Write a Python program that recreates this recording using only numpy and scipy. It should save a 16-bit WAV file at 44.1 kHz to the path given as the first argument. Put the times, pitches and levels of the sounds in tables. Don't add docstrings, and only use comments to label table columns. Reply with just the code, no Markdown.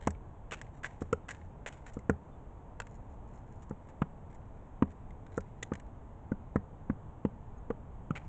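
import sys
import numpy as np
from scipy import signal
from scipy.io import wavfile
from scipy.ndimage import uniform_filter1d

SR = 44100
rng = np.random.default_rng(int(sys.argv[2]) if len(sys.argv) > 2 else 0)


def transcribe(signal):
    frames = np.atleast_2d(signal).T
    limited = np.clip(frames, -1, 1)
    pcm = np.round(limited * 32767).astype(np.int16)
    wavfile.write(sys.argv[1], SR, pcm)


N = 365148
TAPS = 8192
HZ = np.fft.rfftfreq(TAPS, 1 / SR)
AGE = np.arange(TAPS) / SR


def amp(db):
    return 10 ** (np.asarray(db) / 20)


def unit(x):
    return x / np.sqrt(np.mean(x ** 2) + 1e-20)


def with_energy(x, seconds):
    return x * np.sqrt(seconds * SR / (np.sum(x ** 2) + 1e-20))


def curve(points, hz=HZ):
    pitch_hz, level_db = np.transpose(points)
    return np.interp(np.log(hz + 1), np.log(pitch_hz + 1), level_db)


def add(mix, start_s, sound):
    part = mix[max(round(start_s * SR), 0):][:len(sound)]
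    part += sound[:len(part)]


def bump(pitch_hz, width_hz):
    return 1 / (1 + (2 * (HZ - pitch_hz) / width_hz) ** 2)


def ripple(width_hz):
    knots = np.arange(0, SR / 2, width_hz)
    return np.interp(HZ, knots, rng.standard_normal(1024)[:len(knots)])


def ring(spectrum_db):
    log_gain = np.log(amp(np.maximum(spectrum_db, -100)))
    mirrored = np.concatenate([log_gain, log_gain[-2:0:-1]])
    spectrum = np.exp(np.conj(signal.hilbert(mirrored)))
    return np.fft.ifft(spectrum).real


def strike(force, spectrum_db):
    return signal.fftconvolve(force, ring(spectrum_db))


def rattle(rise_s, fade_s):
    envelope = (1 - np.exp(-AGE / rise_s)) * np.exp(-np.log(1000) * AGE / fade_s)
    return rng.standard_normal(TAPS) * envelope


def grains(size, per_s, spread_db):
    most = 2 * SR
    heights = amp(spread_db * np.minimum(rng.exponential(1, most)[:size], 3))
    signs = rng.choice([-1, 1], most)[:size]
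    return heights * signs * (rng.random(most)[:size] < per_s / SR)


def wash(colour, patchy_db):
    hz, _, spectra = signal.stft(rng.standard_normal(N), SR, nperseg=2048)
    patches = uniform_filter1d(rng.standard_normal(spectra.shape), size=12, axis=0)
    patches = unit(uniform_filter1d(patches, size=6, axis=1))
    gain = amp(curve(colour, hz)[:, None] + patchy_db * patches)
    return unit(signal.istft(spectra * gain, SR)[1][:N])


def town_murmur(level_db=-49, bass_hz=200):
    # pitch_hz, level_db
    colour = [(12, -28), (20, 1), (54, -4.5), (82, -3.5), (120, -5), (161, -11), (231, -13.5), (381, -20),
              (436, -17.5), (523, -21), (599, -20), (921, -19.5), (1260, -30.5), (3510, -51.5), (4500, -64),
              (5850, -87), (9900, -120)]
    # time_s, lift_db
    swell = [(0, 2), (1, 0), (4.4, 0.5), (6, 0.9), (8.28, 3.5)]
    traffic = amp(level_db) * wash(colour, patchy_db=0.69)
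    bass = signal.sosfiltfilt(signal.butter(2, bass_hz, fs=SR, output="sos"), traffic)
    lift_db = np.interp(np.arange(N) / SR, *np.transpose(swell))
    return traffic + bass * (amp(lift_db) - 1)


def microphone_hiss(level_db=-87):
    # pitch_hz, level_db
    colour = [(3500, -18.5), (4700, -10.5), (5500, -9), (6300, 0), (7100, 2.5), (7900, 0), (8500, -13),
              (9000, -29)]
    return amp(level_db) * wash(colour, patchy_db=1)


def dry_feed(force, seconds, ring_hz, body_db, fizz_db, ripple_db=1, lift_db=6):
    # pitch_hz, level_db
    body_colour = [(150, -17), (500, 5), (1100, 1), (1600, 5), (2200, 1.5), (3000, -3.5), (4000, -13.5),
                   (4800, -26), (9000, -62)]
    # pitch_hz, level_db
    fizz_colour = [(2000, -28), (3800, -7.5), (4800, -8.5), (5600, -0.5), (6300, 3), (7100, 9.5), (8100, 0),
                   (9000, -18)]
    spot_db = ripple_db * ripple(width_hz=261.6) + lift_db * bump(ring_hz, width_hz=650)
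    body = with_energy(strike(force, curve(body_colour) + spot_db), seconds)
    fizz = with_energy(strike(force, curve(fizz_colour) + spot_db), seconds)
    return amp(body_db) * body + amp(fizz_db) * fizz


def crumbs(ring_hz=2000, clump_s=0.061, clump_spread_db=7.5):
    # start_s, length_s, body_db, fizz_db
    spells = [(0, 0.083, -62.5, -74), (.55, 0.95, -81, -88.5), (1.674, .3, -76, -84),
              (2.849, 0.77, -80.5, -82.5), (3.749, 3.8, -86, -95.5), (5.316, .55, -76.5, -86),
              (8.157, 0.14, -88, -74)]
    out = np.zeros(N)
    for start_s, length_s, body_db, fizz_db in spells:
        t = np.arange(0, min(length_s, 2), 1 / SR)
        clump_gains = amp(clump_spread_db * np.clip(rng.standard_normal(TAPS), -2, 2))
        contacts = clump_gains[(t / clump_s).astype(int)] * grains(len(t), per_s=480, spread_db=5)
        ticks = signal.fftconvolve(contacts, rattle(rise_s=0.0005, fade_s=0.011))
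        add(out, start_s, dry_feed(ticks, length_s, ring_hz, body_db, fizz_db))
    return out


def knocks(panel_hz=456, upper_hz=2900, fade_s=0.026):
    # start_s, thud_db, freedom (how freely the whole case rings, 0-1), local_hz, panel_db,
    # clack_hz, clack_db, hardness_db, tick_db
    blows = [(0.0719, -29, 1, 80, 5.5, 720, -33.5, 0.5, -47.5),
             (1.0179, -36, 0.88, 80, 9.5, 746, -50.5, -16, -79),
             (1.1276, -28, 0.64, 84, 20.5, 1344, -36, 4, -51.5),
             (1.9684, -39, 0.87, 129, 12, 1270, -58, -20, -97),
             (2.0957, -24.5, 1, 80, 9, 1460, -35, -8, -54.5),
             (3.7095, -38, 0.8, 195, 6.5, 860, -54, -39, -82),
             (4.0182, -28, 0.34, 164, -4, 800, -38.5, 1.5, -69.5),
             (4.8228, -22.5, 0.66, 244, -3, 917, -37, -3.5, -70),
             (5.377, -32.5, 0.97, 80, 12.5, 1380, -43, -16, -60),
             (5.7183, -33, 0.8, 198, 2, 1200, -47, -6, -88),
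             (6.318, -30, 0.62, 227, 0.5, 1550, -50, -14, -76),
             (6.5579, -26.5, 0.76, 194, 5.5, 1840, -39.5, -20.5, -70),
             (6.898, -29, 0.72, 230, -8.5, 1780, -47.5, -11, -81),
             (7.25, -27, 0.6, 204, 8.5, 890, -46, 8.5, -76),
             (7.7026, -32.5, 0.52, 217, 21.5, 1160, -46, 0, -76),
             (8.1062, -31.5, 0.18, 156, 2, 1280, -43.5, 3, -71)]
    # pitch_hz, level_db
    case_colour = [(20, -50), (48, -11), (72, -4), (150, 1), (260, 2.5), (400, -7), (540, -7), (640, -32),
                   (1100, -41), (2000, -37), (4000, -76), (9000, -70)]
    # pitch_hz, width_hz, lift_db
    resonances = [(80, 18, 14), (141.4, 14, 5.5), (176.7, 16, -14), (200, 25.5, 7.5), (409, 10, -8.5)]
    # pitch_hz, level_db
    clack_colour = [(200, -11), (500, 0), (750, 4.5), (1400, 4.5), (1900, -5), (2300, -10), (3200, -23.5),
                    (4600, -36.5), (9000, -50)]
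    # pitch_hz, level_db
    tick_colour = [(1500, 2), (3000, -10), (4700, -11.5), (5600, -1.5), (7300, 7), (8200, -1.5),
                   (9000, -37.5)]
    out = np.zeros(N)
    resonance_db = sum(db * bump(hz, width_hz) for hz, width_hz, db in resonances)
    for start_s, thud_db, freedom, local_hz, panel_db, clack_hz, clack_db, hardness_db, tick_db in blows:
        spot_db = (1 - freedom) * 15 * bump(local_hz, width_hz=93)
        spot_db += panel_db * bump(panel_hz, width_hz=170)
        spot_db += 3 * ripple(width_hz=87) * np.minimum(HZ / 600, 1)
        thud = -ring(curve(case_colour) + freedom * resonance_db + spot_db)
        add(out, start_s, amp(thud_db) * with_energy(thud, seconds=0.026))
        wall_db = curve(clack_colour) + 10 * bump(clack_hz, width_hz=260)
        wall_db += (hardness_db + 6) * bump(upper_hz, width_hz=1300)
        clack = strike(rattle(rise_s=0.0016, fade_s=fade_s), wall_db)
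        add(out, start_s, amp(clack_db) * with_energy(clack, seconds=0.033))
        tick = strike(rattle(rise_s=0.00057, fade_s=fade_s), curve(tick_colour))
        add(out, start_s, amp(tick_db) * with_energy(tick, seconds=0.026))
    return out


def snaps(trim_db=-1, energy_s=0.0072):
    # start_s, ring_hz, body_db, fizz_db (levels before trim_db)
    cracks = [(0.1061, 1580, -55, -53.5), (0.1495, 2240, -62, -104), (0.511, 2900, -46, -58),
              (0.522, 2860, -43.5, -60), (0.6148, 1990, -44, -54.5), (0.667, 2020, -63, -87),
              (0.845, 1830, -34, -77), (1.022, 1400, -77, -60.5), (1.2892, 1690, -50, -67),
              (1.309, 1740, -50, -52.5), (1.348, 1670, -55.5, -70), (1.415, 2050, -61, -90),
              (1.662, 3300, -39, -58), (1.772, 2310, -63, -89), (1.8656, 1720, -51, -63),
              (1.991, 2070, -61, -67), (2.8012, 1300, -36, -48), (2.819, 1310, -49, -63.5),
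              (2.8695, 1900, -55.5, -66), (3.696, 1450, -69, -66), (5.107, 2090, -61, -75),
              (5.266, 1300, -57, -73), (5.372, 1420, -64, -60), (5.4067, 1960, -59.5, -63),
              (5.6275, 2000, -39, -51), (5.6301, 3450, -41, -43.5), (5.736, 1730, -47, -57),
              (5.754, 1850, -49, -61), (5.799, 2020, -57.5, -65)]
    out = np.zeros(N)
    click = 5.2 * (AGE == 0)
    for start_s, ring_hz, body_db, fizz_db in cracks:
        force = click + rattle(rise_s=0.00098, fade_s=0.021)
        add(out, start_s, dry_feed(force, energy_s, ring_hz, body_db, fizz_db, ripple_db=3, lift_db=8.5))
    return amp(trim_db) * out


def crunches(trim_db=-1, rise_s=0.0028, release_s=0.0043, dish_hz=142, dish_fade_s=0.44):
    # start_s, length_s, rasp_hz, body_db, fizz_db (levels before trim_db)
    shoves = [(0.517, 0.028, 2650, -40.5, -53), (0.832, 0.037, 1880, -43.5, -57.5),
              (1.005, 0.018, 1460, -61, -66), (1.283, 0.035, 1690, -43.5, -56),
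              (1.662, 0.026, 2060, -44, -54.5), (1.722, 0.016, 3200, -59, -65.5),
              (1.86, 0.041, 1770, -58.5, -68.5), (1.933, 0.012, 2680, -70, -63),
              (3.619, 0.019, 1460, -66, -69.5), (3.885, 0.02, 1420, -64.5, -74.5),
              (4.341, 0.017, 1490, -80, -74.5), (4.903, 0.021, 1640, -66, -75.5),
              (8.152, 0.026, 2250, -43.5, -63.5)]
    out = np.zeros(N)
    dish = np.sin(2 * np.pi * dish_hz * AGE) * np.exp(-np.log(1000) * AGE / dish_fade_s)
    for start_s, length_s, rasp_hz, body_db, fizz_db in shoves:
        after_s = np.maximum(AGE - length_s, 0)
        shower = grains(TAPS, per_s=1000, spread_db=3)
        rubbing = 0.1 * rng.standard_normal(TAPS)
        trickle = grains(TAPS, per_s=650, spread_db=3) * amp(-12.5 - 146 * after_s)
        shove = (shower + rubbing) * np.exp(-after_s / release_s)
        force = np.minimum(AGE / rise_s, 1) * (shove + trickle)
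        progress = np.minimum(AGE / length_s, 1)
        for share, bright_db in ((1 - progress, -0.5), (progress, 0.5)):
            levels_db = (body_db - bright_db / 2, fizz_db + bright_db)
            add(out, start_s, amp(trim_db) * dry_feed(force * share, length_s / 3, rasp_hz, *levels_db))
        add(out, start_s, amp(body_db - 10) * dish)
    return out


def chirps():
    # start_s, length_s, start_hz, end_hz, level_db
    whistles = [(1.224, 0.056, 3640, 3540, -92), (2.304, 0.063, 3620, 3440, -86),
                (7.572, 0.024, 6700, 6400, -77)]
    out = np.zeros(N)
    for start_s, length_s, start_hz, end_hz, level_db in whistles:
        pitch_hz = np.linspace(start_hz, end_hz, int(length_s * SR))
        tone = np.sin(2 * np.pi * np.cumsum(pitch_hz) / SR)
        add(out, start_s, amp(level_db) * unit(tone * np.hanning(len(tone))))
    return out


def yard(sound, echo_db):
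    echoes = with_energy(rattle(rise_s=0.013, fade_s=0.17), seconds=1 / SR)
    return sound + amp(echo_db) * signal.fftconvolve(sound, echoes)[:N]


def scene():
    feeding = yard(crunches() + snaps() + crumbs(), echo_db=-29)
    knocking = yard(knocks(), echo_db=-26)
    return (feeding + knocking + microphone_hiss() + town_murmur() + chirps())[None]


def record(dry):
    low_pass = signal.firwin(255, 8800, window=("kaiser", 8), fs=SR)
    return signal.oaconvolve(dry, low_pass[None], "same")


dry = scene()
out = record(dry)
transcribe(out)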